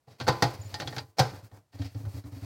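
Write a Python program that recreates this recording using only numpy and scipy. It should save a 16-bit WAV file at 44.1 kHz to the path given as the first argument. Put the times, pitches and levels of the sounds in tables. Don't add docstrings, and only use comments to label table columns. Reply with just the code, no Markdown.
import sys
import numpy as np
from scipy import signal
from scipy.fft import rfft, irfft, next_fast_len
from scipy.io import wavfile
from scipy.ndimage import map_coordinates

SR = 44100
rng = np.random.default_rng(int(sys.argv[2]) if len(sys.argv) > 2 else 0)


def materialize(psi):
    bounded = np.clip(np.atleast_2d(psi).T, -1, 1)
    quanta = np.round(bounded * 32767).astype(np.int16)
    wavfile.write(sys.argv[1], SR, quanta)


N = 108045


def amp(db):
    return 10 ** (np.asarray(db) / 20)


def unit(x):
    return x / np.sqrt(np.mean(x ** 2) + 1e-20)


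def along(points, hz):
    point_hz, values = np.transpose(points)
    return np.interp(np.log(hz + 1), np.log(point_hz + 1), values)


def filtered(x, response):
    size = next_fast_len(len(x) + 8192)
    return irfft(rfft(x, size) * response(np.fft.rfftfreq(size, 1 / SR)), size)[:len(x)]


def coloured_noise(colour, count):
    return unit(filtered(rng.standard_normal(count), lambda f: amp(along(colour, f))))


def wobble(rate_hz, count):
    return map_coordinates(rng.standard_normal(N // 10), [np.arange(count) * rate_hz / SR + 2])


def add(track, time_s, sound):
    part = track[round(time_s * SR):][:len(sound)]
    part += sound[:len(part)]


def mode(hz, t60_s, rise_s):
    t = np.arange(SR // 2) / SR
    return np.sin(2 * np.pi * hz * t) * amp(-60 * t / t60_s) * (1 - np.exp(-t / rise_s))


def ringing(modes, boost_db, scatter_db=1.5, max_t60_s=0.36):
    out = 0
    for k, (hz, db, t60_s) in enumerate(modes):
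        gain = amp(db + boost_db(hz) + scatter_db * rng.normal())
        out += (-1) ** k * gain * mode(hz, min(t60_s, max_t60_s), rise_s=0.0005)
    return out


def favour(hz, favoured_hz, width_oct=0.026):
    return np.exp(-0.5 * (np.log2((hz + 1) / favoured_hz) / width_oct) ** 2)


# (frequency [Hz], relative level [dB])
ROOM_COLOUR = [(30, -9.5), (110, 3.5), (200, -9.5), (700, -9.5), (2500, -22.5), (4500, -21.5),
               (9000, -24.5), (16000, -30)]


def room(level_db=-76):
    return amp(level_db) * coloured_noise(ROOM_COLOUR, N)


def friction(colour_db, count, grains_per_s=320, grain_db=-8):
    grains = (rng.random(count) < grains_per_s / SR) * rng.standard_normal(count)
    excitation = rng.standard_normal(count) + amp(grain_db) * unit(grains)
    return unit(filtered(excitation, lambda f: amp(colour_db(f))))


# (frequency [Hz], relative level [dB])
SCRAPE_COLOUR = [(300, -27), (1400, -11.5), (1850, -7), (2400, -1.5), (3500, -8.5), (4500, -1),
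                 (6000, -9.5), (9000, -21.5), (15500, -29.5)]


def rim_scrape(count, peak_db=6, half_width_hz=45):
    def colour_db(f):
        peaks = [1 / (1 + ((f - hz) / half_width_hz) ** 2) for hz, _, _ in PLASTIC_MODES]
        return along(SCRAPE_COLOUR, f) + peak_db * np.max(peaks, axis=0)
    return friction(colour_db, count)


# (frequency [Hz], relative level [dB])
SKIN_COLOUR = [(60, 6), (150, 15), (300, 13), (700, 14), (1500, 5), (2200, 3), (3000, -4), (4500, 1.5),
               (7000, 1), (10000, -2.5), (15500, -0.5)]
# (start [s], end [s], skin level [dB], skin tilt [dB/oct], scrape level [dB])
STROKES = [(0.068, 0.135, -60.5, -2, -65), (0.181, .26, -55, -1.5, -59.5), (.31, 0.55, -56, 0, -54),
           (0.571, .70, -56, -0.5, -60), (0.696, 0.869, -51, -1.5, -58), (.88, 0.999, -50.5, -1.5, -58.5),
           (1.031, 1.10, -70.5, 1.5, -83.5), (1.168, 1.19, -42.5, -2, -48), (1.19, 1.305, -47.5, -3, -54),
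           (1.298, 1.381, -53, -1.5, -61), (1.421, 1.449, -57.5, -0.5, -70.5), (1.506, 1.572, -58, -2, -85),
           (1.72, 1.795, -57.5, -1.5, -63.5), (1.782, 1.853, -57, -1, -58),
           (1.838, 1.864, -55.5, -0.5, -52), (1.889, 1.929, -63.5, 1, -73), (1.946, 2.152, -59, 0, -67),
           (2.133, 2.179, -53.5, 0.5, -58.5), (2.239, 2.269, -53.5, -1, -72),
           (2.31, 2.401, -57.5, -0.5, -63.5), (2.409, 2.47, -51.5, -1.5, -58.5)]


def rustle(rise_s=0.014, release_t60_s=0.2, waver_db=1.3):
    out, t = np.zeros(N), np.arange(SR // 2) / SR
    for start_s, end_s, skin_db, tilt_db_oct, scrape_db in STROKES:
        since_end_s = np.maximum(t - (end_s - start_s), 0)
        envelope = (1 - np.exp(-t / rise_s)) * amp(-60 * since_end_s / release_t60_s)
        colour_db = lambda f: along(SKIN_COLOUR, f) + tilt_db_oct * np.log2(np.maximum(f, 500))
        skin = amp(skin_db) * friction(colour_db, len(t))
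        rim = amp(scrape_db) * rim_scrape(len(t))
        waver = amp(waver_db * wobble(rate_hz=60, count=len(t)))
        add(out, start_s, envelope * waver * (skin + rim))
    return out


# (time [s], length [s], level [dB])
SQUEAKS = [(0.612, 0.017, -49), (0.634, 0.058, -60)]


def squeaks(pitch_hz=7000, waver_hz=45, waver_db=2.5):
    out = np.zeros(N)
    for time_s, length_s, db in SQUEAKS:
        count = int(length_s * SR)
        hz = pitch_hz + waver_hz * wobble(rate_hz=340, count=count)
        gain = amp(db + waver_db * wobble(rate_hz=135, count=count))
        tone = np.sin(2 * np.pi * np.cumsum(hz) / SR)
        add(out, time_s, gain * signal.windows.tukey(count, 0.5) * tone)
    return out


# (frequency [Hz], relative level [dB])
PUFF_COLOUR = [(25, -11.5), (60, -1.5), (110, 6), (200, -9.5), (600, -13.5), (1200, -26), (4000, -54)]
# (time [s], level [dB], upper mode re lower [dB])
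BUMPS = [(.105, -52.5, -19), (.232, -36, -14), (0.347, -44, -12.5), (0.533, -42.5, -8), (.585, -32, -28.5),
         (0.643, -34.5, -23.5), (0.683, -48, -13), (0.723, -35.5, -28), (.845, -37, -7), (0.904, -49, 1),
         (1.005, -39.5, -11), (1.077, -56, -16), (1.325, -39, -9.5), (1.366, -44.5, -18),
         (1.426, -41.5, -19), (1.517, -43, -16), (1.566, -49, -14), (1.738, -39, -9.5), (1.793, -27, -6),
         (1.84, -32.5, -8.5), (1.906, -48, -26), (1.946, -29, -15.5), (1.993, -36, -9), (2.030, -32.5, -19),
         (2.059, -29, -21), (2.099, -51, -21), (2.135, -34, -10), (2.161, -30, -13), (2.238, -38, -5.5),
         (2.263, -39, -3.5), (2.318, -33, -14), (2.359, -37.5, -4), (2.419, -31, -13)]


def bumps(lower_hz=100.7, upper_hz=283.8, pitch_scatter=0.024, peak_s=0.015, puff_db=-14.5):
    out, t = np.zeros(N), np.arange(SR // 4) / SR
    swell = (t / peak_s * np.exp(1 - t / peak_s)) ** 1.67
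    for time_s, db, upper_db in BUMPS:
        lower_detune, upper_detune = 1 + pitch_scatter * rng.standard_normal(2)
        lower = np.sin(2 * np.pi * lower_hz * lower_detune * t)
        upper = amp(upper_db) * np.sin(2 * np.pi * upper_hz * upper_detune * t)
        puff = amp(puff_db) * coloured_noise(PUFF_COLOUR, len(t))
        add(out, time_s, amp(db) * swell * (lower + upper + puff))
    return out


# (frequency [Hz], relative level [dB], t60 [s])
PANEL_MODES = [(124.5, 3.5, 0.17), (105.9, -10.5, 0.2), (135.6, -1.5, 0.18), (61.6, -23.5, 0.24)]


def panel_boom():
    return sum(amp(db) * mode(hz, t60_s, rise_s=0.012) for hz, db, t60_s in PANEL_MODES)


# (frequency [Hz], relative level [dB], t60 before the cap in ringing [s])
TUB_MODES = [(223.7, -14.5, 0.18), (288, -8, 0.17), (341.2, -11.5, 0.4), (445, -12, 0.34),
             (520.5, -4, 0.13), (614, -11, 0.24), (693.5, -5, 0.17), (752.3, -3, 0.15), (808.2, -2, 0.19),
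             (850, -7.5, .2), (1016, -14, .35), (1167, -17, 0.33), (1370, -18, 0.11)]


def tub_ring(favoured_hz, favour_db=12):
    return 0.5 * ringing(TUB_MODES, lambda f: favour_db * favour(f, favoured_hz))


# (frequency [Hz], relative level [dB], t60 [s])
PLASTIC_MODES = [(1387, -12.5, .13), (1557, -15, 0.087), (1839.4, -13.5, .13), (1961, -16.5, 0.037),
                 (3284, -12.5, 0.064), (3270, -23, 0.047), (3858, -30, 0.07), (4330, -11, 0.085),
                 (4540, -18.5, .13), (4940, -15, 0.15), (5390, -17, 0.064), (5980, -16.5, 0.081)]


def plastic_ring(slant_db, favoured_hz, gain_db=-3.5, favour_db=12):
    return ringing(PLASTIC_MODES, lambda f: gain_db + slant_db(f) + favour_db * favour(f, favoured_hz))


def dense_ring(colour_db, band_t60):
    count = SR // 2
    f = np.fft.rfftfreq(count, 1 / SR)
    phases = np.exp(2j * np.pi * rng.random(len(f)))
    noise = unit(irfft(amp(colour_db(f)) * phases))
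    hz, t, bands = signal.stft(noise, SR, nperseg=256)
    decay = amp(-60 * t / along(band_t60, hz)[:, None])
    return signal.istft(bands * decay, SR)[1][:count]


# (frequency [Hz], t60 [s])
CLACK_T60 = [(300, 0.083), (1500, 0.076), (4500, 0.085), (12000, 0.046)]
ECHO_T60 = [(300, 0.48), (1500, .36), (4500, 0.28), (12000, 0.25)]


def clack(colour, slant_db, favoured_hz, echo_db, favour_db=8.5):
    colour_db = lambda f: along(colour, f) + slant_db(f) + favour_db * favour(f, favoured_hz)
    return dense_ring(colour_db, CLACK_T60) + amp(echo_db) * dense_ring(colour_db, ECHO_T60)


def contacts(rows, colour, echo_db):
    out = np.zeros(N)
    for time_s, plastic_db, tilt_db_oct, tub_db, boom_db, plastic_hz, tub_hz in rows:
        slant_db = lambda f: tilt_db_oct * np.log2(np.clip(f, 500, 7000) / 1500)
        plastic = clack(colour, slant_db, plastic_hz, echo_db) + plastic_ring(slant_db, plastic_hz)
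        steel = amp(tub_db) * tub_ring(tub_hz) + amp(boom_db) * panel_boom()
        add(out, time_s, amp(plastic_db) * plastic + steel)
    return out


# (frequency [Hz], relative level [dB])
CLICK_COLOUR = [(120, -36.5), (200, -5), (424, -8.5), (821, -6.5), (1250, -10.5), (1530, -4), (1680, -10),
                (1840, -8), (2610, -13), (4430, -6.5), (9060, -29), (14100, -37.5), (16000, -62)]
# (time [s], plastic gain [dB], tilt [dB/oct], tub gain [dB], boom gain [dB],
# favoured in plastic [Hz], favoured in tub [Hz])
CLICKS = [(.074, -62, -7, -51, -46, 1813, 442), (.201, -33.5, -1, -37.5, -44, 1568, 523),
          (.211, -32.5, -1.5, -40.5, -31.5, 1565, 536), (.7415, -33, 3.5, -38.5, -40, 1850, 854),
          (.800, -31.5, 0, -43, -44, 1886, 830), (.808, -38.5, 0, -42, -50, 4350, 810),
          (.820, -34.5, -3.5, -35.5, -34, 4410, 565), (.8745, -33.5, 1.5, -40, -32, 3350, 343),
          (.926, -40.5, -3.5, -46, -43, 1840, 840), (.965, -35, -1, -34, -31.5, 1565, 431),
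          (.9815, -31, 0, -45.5, -46.5, 4720, 797), (1.514, -61.5, -3, -57.5, -53.5, 1850, 738),
          (1.729, -56.5, -4.5, -67, -69, 1850, 796), (1.789, -59, 6, -49.5, -60, 1850, 614),
          (1.818, -44, 0.5, -50.5, -44, 1860, 684), (1.846, -50.5, 1.5, -57, -61, 5390, 620),
          (1.946, -54.5, 0.5, -50, -67, 1800, 600), (2.052, -51, -4, -49, -55, 1470, 590),
          (2.239, -58, -1, -63, -63, 1860, 848)]


def clicks():
    return contacts(CLICKS, CLICK_COLOUR, echo_db=-26)


# (frequency [Hz], relative level [dB])
KNOCK_COLOUR = [(120, -14), (200, -9), (254, -20), (519, -4.5), (635, -13), (821, -3), (1120, -13),
                (1560, -8), (1680, -17.5), (2090, -14.5), (2860, -22), (4430, -13.5), (9930, -33.5),
                (14300, -33), (16000, -43)]
# (time [s], plastic gain [dB], tilt [dB/oct], tub gain [dB], boom gain [dB],
# favoured in plastic [Hz], favoured in tub [Hz])
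KNOCKS = [(.2675, -31, -4.5, -36.5, -63, 4270, 810), (.2735, -34, 1, -27.5, -45, 1370, 950),
          (.2800, -18, -2, -28, -33, 3650, 858), (.2845, -19, -1.5, -37, -18.5, 4620, 860),
          (.2940, -27.5, -5, -22.5, -54, 1360, 1015), (.3240, -35, -3, -34.5, -43.5, 5100, 1005),
          (.4232, -18, 0, -24, -15.5, 1890, 875), (.4270, -22.5, -2.5, -20, -18, 4970, 298),
          (.4415, -27, -2, -36.5, -20.5, 1885, 700), (1.1850, -29, 1, -34.5, -53.5, 5430, 694),
          (1.1890, -31, 0, -30.5, -42.5, 5460, 754), (1.1928, -19, 1.5, -25.5, -31, 5270, 753),
          (1.1980, -18, -1, -22, -14, 1565, 523)]


def knocks():
    return contacts(KNOCKS, KNOCK_COLOUR, echo_db=-14)


def scene():
    return (room() + knocks() + clicks() + bumps() + rustle() + squeaks())[None]


def record(dry, low_cut_hz=56, top_hz=16300):
    highpass = signal.butter(4, low_cut_hz, "high", fs=SR, output="sos")
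    return filtered(signal.sosfilt(highpass, dry[0]), lambda f: f < top_hz)[None]


dry = scene()
out = record(dry)
materialize(out)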